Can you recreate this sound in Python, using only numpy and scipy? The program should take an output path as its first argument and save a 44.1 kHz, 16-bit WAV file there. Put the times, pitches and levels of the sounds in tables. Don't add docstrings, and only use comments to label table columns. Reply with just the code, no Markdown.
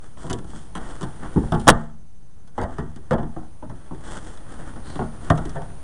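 import sys
import numpy as np
from scipy import signal
from scipy.fft import rfft, irfft, next_fast_len
from scipy.io import wavfile

SR = 44100
rng = np.random.default_rng(int(sys.argv[2]) if len(sys.argv) > 2 else 0)


def int16_out(signal):
    q = np.round(np.clip(np.atleast_2d(signal).T, -1, 1) * 32767)
    wavfile.write(sys.argv[1], SR, q.astype(np.int16))


N = 257103
TIME = np.arange(N) / SR
THUD_TOP_HZ, TICK_BOTTOM_HZ = 350, 2300

# t/s, contact time/s, thud level/dB, clank level/dB, tick level/dB
BLOWS = [(0.172, 0.0058, -40.5, -42, -58), (0.241, 0.039, -26, -29.5, -76),
         (0.2988, 0.017, -21, -25.5, -34), (0.33, 0.002, -24, -56, -30.5), (0.387, 0.0024, -29, -47, -49),
         (0.444, 0.0047, -37, -43, -57), (0.534, 0.013, -35, -43, -72), (0.752, 0.03, -29.5, -30.5, -40),
         (1.011, 0.014, -32, -38, -45.5), (1.029, 0.016, -26, -32, -44), (1.3603, 0.008, -15, -29, -83),
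         (1.379, 0.012, -21, -38.5, -74.5), (1.436, 0.015, -32.5, -38, -90),
         (1.521, 0.032, -17.5, -21.5, -44), (1.597, 0.024, -45, -62, -46.5),
         (1.671, 0.0046, -17, -16, -41.5), (1.6785, 0.002, -12, -11, -20), (1.6862, 0.002, -6.5, -2.5, -14),
         (1.6915, 0.003, -1.5, 2.5, -11.5), (1.7004, 0.004, -2, -5.5, -5), (2.475, 0.014, -50, -45, -49.5),
         (2.579, 0.03, -13.5, -11.5, -41.5), (2.615, 0.025, -15.5, -13.5, -36.5),
         (2.783, 0.023, -13.5, -20, -42.5), (2.961, 0.01, -29.5, -42.5, -45),
         (3.1096, 0.015, -10, -8, -38.5), (3.132, 0.016, -13.5, -15.5, -41),
         (3.182, 0.02, -20.5, -22.5, -54), (3.23, 0.0023, -21, -28.5, -54), (3.363, 0.013, -23, -27, -89),
         (3.624, 0.013, -29.5, -30.5, -84), (3.697, 0.014, -27.5, -34.5, -57.5),
         (3.91, 0.016, -27, -33.5, -90), (4.374, 0.002, -54.5, -50, -54), (4.763, 0.016, -37, -43, -67),
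         (4.957, 0.014, -31.5, -37, -52), (4.992, 0.035, -24.5, -25.5, -67),
         (5.3013, 0.0082, -13, -15.5, -38.5), (5.376, 0.012, -25.5, -30.5, -46),
         (5.454, 0.0067, -30.5, -43.5, -49), (5.494, 0.012, -54, -57, -48),
         (5.559, 0.018, -30.5, -29.5, -76), (5.619, 0.002, -38, -42, -59)]
# f/Hz, level/dB
STEEL_TONES = [(84, -5.5), (110, -5), (154, 4.5), (225, 2), (255, -6), (310, -10), (375, -8), (495, -10),
               (552, -8), (608, -12), (684, 6), (752, -7.5), (791, -9), (850, -1), (899, 1), (1034, -12),
               (1118, -12), (1190, -14), (1276, -12.5), (1342, -5.5), (1425, -13), (1480, -15.5),
               (1580, -14.5), (1747, -15), (1850, -12.5)]


def from_db(db):
    return 10 ** (np.asarray(db) / 20)


def unit(x):
    return x / np.sqrt(np.mean(x ** 2) + 1e-20)


def fade(t, t60):
    return np.exp(-np.log(1000) * t / t60)


def lookup(points, hz):
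    f, value = np.transpose(points)
    return np.interp(np.log(hz + 1), np.log(f), value)


def coloured(x, points):
    size = next_fast_len(len(x))
    gains = from_db(lookup(points, np.fft.rfftfreq(size, 1 / SR)))
    return unit(irfft(rfft(x, size) * gains, size)[:len(x)])


def band(x, hz, kind, order=4):
    return signal.sosfilt(signal.butter(order, hz, kind, fs=SR, output="sos"), x)


def lowpass(x, hz):
    return signal.oaconvolve(x, signal.firwin(201, hz, window=("kaiser", 8), fs=SR), "same")


def wander(per_s):
    targets = rng.standard_normal(4000)
    return unit(np.interp(TIME * per_s, np.arange(len(targets)), targets))


def trailing_mean(x, seconds):
    size = max(int(seconds * SR), 1)
    return signal.oaconvolve(x, np.ones(size) / size)[:len(x)]


def add(mix, s, sound):
    part = mix[round(s * SR):][:len(sound)]
    part += sound[:len(part)]


def stroke(start, length, attack_s=0.033, t60=0.48):
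    t = TIME - start
    return np.clip(t / attack_s, 0, 1) * fade(np.clip(t - length, 0, 2 * t60), t60)


def air(db=-39):
    # f/Hz, level/dB
    air_colour = [(20, 2.5), (60, 1), (140, -6), (300, -15.5), (800, -20), (1600, -30), (2500, -35),
                  (3300, -36.5), (5000, -39), (10000, -41.5)]
    noise = coloured(rng.standard_normal(N), air_colour)
    lumps = band(noise, THUD_TOP_HZ, "low", order=1) * from_db(1.5 * wander(per_s=8))
    hiss = band(noise, THUD_TOP_HZ, "high", order=1)
    return from_db(db) * (lumps + hiss)


def camera_noise(offset=-.028, rumble_db=-48, beep_db=-70, beep_hz=6158, beeps_per_s=12.42):
    # f/Hz, level/dB
    rumble_colour = [(15, 2), (45, 0), (90, -5), (150, -6), (200, -12), (280, -23), (600, -33), (2000, -42),
                     (10000, -42)]
    beep_on = (TIME - 1.82) * beeps_per_s % 1 < .62
    beep = from_db(beep_db) * trailing_mean(beep_on * 1., .003) * np.sin(2 * np.pi * beep_hz * TIME)
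    return offset + beep + from_db(rumble_db) * coloured(rng.standard_normal(N), rumble_colour)


def whine(db=-59, hz=9310.5, slips_per_s=80.7):
    tone = np.sin(2 * np.pi * (hz * TIME + np.floor(slips_per_s * TIME) / 2))
    return from_db(db) * unit(band(tone, [hz - 2 * slips_per_s, hz + 2 * slips_per_s], "band", order=2))


def sliding():
    # t/s, length/s, grind level/dB, hiss level/dB
    slides = [(0, 0.026, -43, -48.5), (0.167, 0.13, -41, -44.5), (0.459, 0.11, -48, -49.5),
              (0.527, 0.031, -43.5, -46.5), (0.776, 0.076, -40, -52), (0.841, 0.092, -41.5, -49),
              (0.973, 0.87, -50, -58.5), (1.198, 0.055, -39, -66), (1.697, 0.076, -23, -37.5),
              (2.197, 0.35, -54, -71.5), (2.54, 0.26, -36, -49), (2.849, 0.58, -48.5, -58.5),
              (3.722, 0.3, -49.5, -60.5), (3.98, 1.72, -51.5, -65.5), (4.028, 0.13, -37, -43),
              (4.22, 0.073, -43.5, -48), (4.476, 0.052, -43, -52), (4.567, 0.026, -40.5, -54.5),
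              (4.645, 0.03, -43, -55), (4.84, 0.13, -46, -53.5), (5.192, 0.22, -46.5, -54.5),
              (5.38, 0.18, -45, -59)]
    grind_power, hiss_power = np.zeros((2, N))
    for start, length, grind_db, hiss_db in slides:
        movement = stroke(start, length)
        grind_power += (from_db(grind_db) * movement) ** 2
        hiss_power += (from_db(hiss_db) * movement) ** 2
    return np.sqrt(grind_power), np.sqrt(hiss_power)


def rocking(grind_strength, shudder_db=8, shudder_hz=24, sway_db=-10, sway_hz=55):
    shudder = unit(band(rng.standard_normal(N), shudder_hz, "low", order=2))
    sway = unit(band(rng.standard_normal(N), sway_hz, "low", order=3))
    jolts = sum(from_db(thud_db) * stroke(s, contact_s, attack_s=0.015, t60=0.5)
                for s, contact_s, thud_db, _, _ in BLOWS)
    return from_db(shudder_db) * shudder * grind_strength + from_db(sway_db) * sway * jolts


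def squeal(db=-54, hz=4200, width_hz=450):
    ring = signal.lfilter(*signal.iirpeak(hz, hz / width_hz, fs=SR), rng.standard_normal(N))
    return from_db(db) * unit(ring) * stroke(start=4.83, length=0.091)


def scraping(grind_strength, hiss_strength, grind_db=3, grit_per_s=700, grit_db=-2, ring_share=0.25):
    # f/Hz, level/dB
    scrape_colour = [(100, 4.5), (300, 8), (520, -1.5), (800, -1.5), (1400, -3.5), (1900, -9),
                     (2450, -22.5), (2850, -15.5), (3300, -7.5), (3900, -17.5), (6000, -15), (8800, -10),
                     (10500, -20.5)]
    catches = rng.random(N) < grit_per_s / SR
    sizes = from_db(4 * np.minimum(rng.exponential(1, N), 4))
    grit = unit(catches * sizes * rng.choice([-1, 1], N))
    friction = rng.standard_normal(N) + from_db(grit_db) * grit
    scrape = coloured(friction, scrape_colour) * from_db(1.3 * wander(per_s=70))
    rub = unit(band(scrape, [110, TICK_BOTTOM_HZ], "band"))
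    ring = unit(sum(signal.lfilter(*signal.iirpeak(hz, Q=80, fs=SR), rub) for hz, _ in STEEL_TONES))
    grind = from_db(grind_db) * unit((1 - ring_share) * rub + ring_share * ring)
    hiss = unit(band(scrape, TICK_BOTTOM_HZ, "high"))
    return grind * grind_strength + hiss * hiss_strength


def panel_crash(wash_db=-11, wash_t60=0.26):
    # f/Hz, level/dB
    crash_colour = [(60, -6.5), (150, -3), (300, -6), (480, 2), (850, 1.5), (1300, -6.5), (1850, -12.5),
                    (2450, -33.5), (2900, -17), (3300, -9.5), (3900, -19.5), (6000, -13.5), (9000, -18.5),
                    (11000, -21)]
    # f/Hz, t60/s
    crash_fades = [(80, 0.31), (300, 0.2), (1000, 0.045), (2000, 0.13), (3300, 0.042), (6000, 0.013),
                   (10000, 0.038)]
    t = np.arange(SR * 3 // 4) / SR
    spectrum = rfft(coloured(rng.standard_normal(len(t)), crash_colour))
    hz = np.fft.rfftfreq(len(t), 1 / SR)
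    centres, fade_times = np.transpose(crash_fades)
    crash = np.zeros(len(t))
    for share, t60 in zip(np.eye(len(centres)), fade_times):
        this_band = lookup(list(zip(centres, share)), hz)
        crash += irfft(spectrum * this_band, len(t)) * fade(t, t60)
    wash = band(irfft(spectrum, len(t)), TICK_BOTTOM_HZ, "low") * fade(t, wash_t60)
    return unit(crash + from_db(wash_db) * wash)


def steel_hit(ring_db=-9, ring_t60=0.48, detune=.012, spread_db=5):
    crash = panel_crash()
    t = np.arange(len(crash)) / SR
    hz, db = np.transpose(STEEL_TONES)[:, :, None]
    hz = hz * (1 + detune * rng.standard_normal(hz.shape))
    t60 = ring_t60 * (hz / THUD_TOP_HZ) ** (-1 / 4)
    sizes = from_db(db + spread_db * rng.standard_normal(hz.shape)) * rng.choice([-1, 1], hz.shape)
    tones = sizes * np.sin(2 * np.pi * hz * t) * fade(t, t60)
    return crash + from_db(ring_db) * unit(tones.sum(0))


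def chatter(contact_s, bounces_per_s=480, spread_db=3, first_blow=2.67, fade_db=-4):
    t = np.arange(SR // 16) / SR
    sizes = from_db(spread_db * rng.standard_normal(len(t)) + fade_db * np.minimum(t / contact_s, 1))
    bounces = (rng.random(len(t)) < bounces_per_s / SR) & (t < contact_s)
    force = bounces * sizes * rng.choice([-1, 1], len(t))
    force[0] = first_blow
    return force


def clunks(bed_hz=65, bright_hz=1100, usual_tick_db=-28, tick_t60=0.39):
    out = np.zeros(N)
    for s, contact_s, thud_db, clank_db, tick_db in BLOWS:
        blow = signal.fftconvolve(steel_hit(), chatter(contact_s))
        thud = band(blow, [bed_hz, THUD_TOP_HZ], "band", order=3)
        clank = band(blow, [THUD_TOP_HZ, TICK_BOTTOM_HZ], "band", order=3)
        hardness = from_db(.3 * (tick_db - clank_db - usual_tick_db))
        bright = hardness * band(clank, bright_hz, "high", order=3)
        clank = band(clank, bright_hz, "low", order=3) + bright
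        resting_s = np.maximum(np.arange(len(blow)) / SR - contact_s, 0)
        tick = band(blow, TICK_BOTTOM_HZ, "high", order=6) * fade(resting_s, tick_t60)
        for part, db in (thud, thud_db), (clank, clank_db), (tick, tick_db):
            add(out, s, from_db(db) * part / np.std(part[:SR // 25]))
    return out


def scene():
    grind, hiss = sliding()
    return (clunks() + scraping(grind, hiss) + squeal() + rocking(grind) + air() + whine())[None]


def gain_control(x, threshold_db=-18, slope=0.79, recover_db_per_s=6.0, start_cut_db=8):
    power = trailing_mean(band(x, THUD_TOP_HZ, "high", order=1) ** 2, seconds=0.02)
    wanted_cut_db = slope * (10 * np.log10(abs(power) + 1e-12) - threshold_db)
    recovery_db = recover_db_per_s * TIME
    deepest_db = np.maximum.accumulate(np.maximum(wanted_cut_db + recovery_db, start_cut_db))
    cut_db = np.maximum(deepest_db - recovery_db, 0)
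    return x * from_db(-start_cut_db - trailing_mean(cut_db - start_cut_db, seconds=0.015))


def record(dry):
    x = gain_control(dry[0]) + camera_noise()
    x = lowpass(np.clip(x, -1.3, 1.3), hz=10600)
    return lowpass(np.clip(x, -1, 1), hz=16800)[None]


dry = scene()
out = record(dry)
int16_out(out)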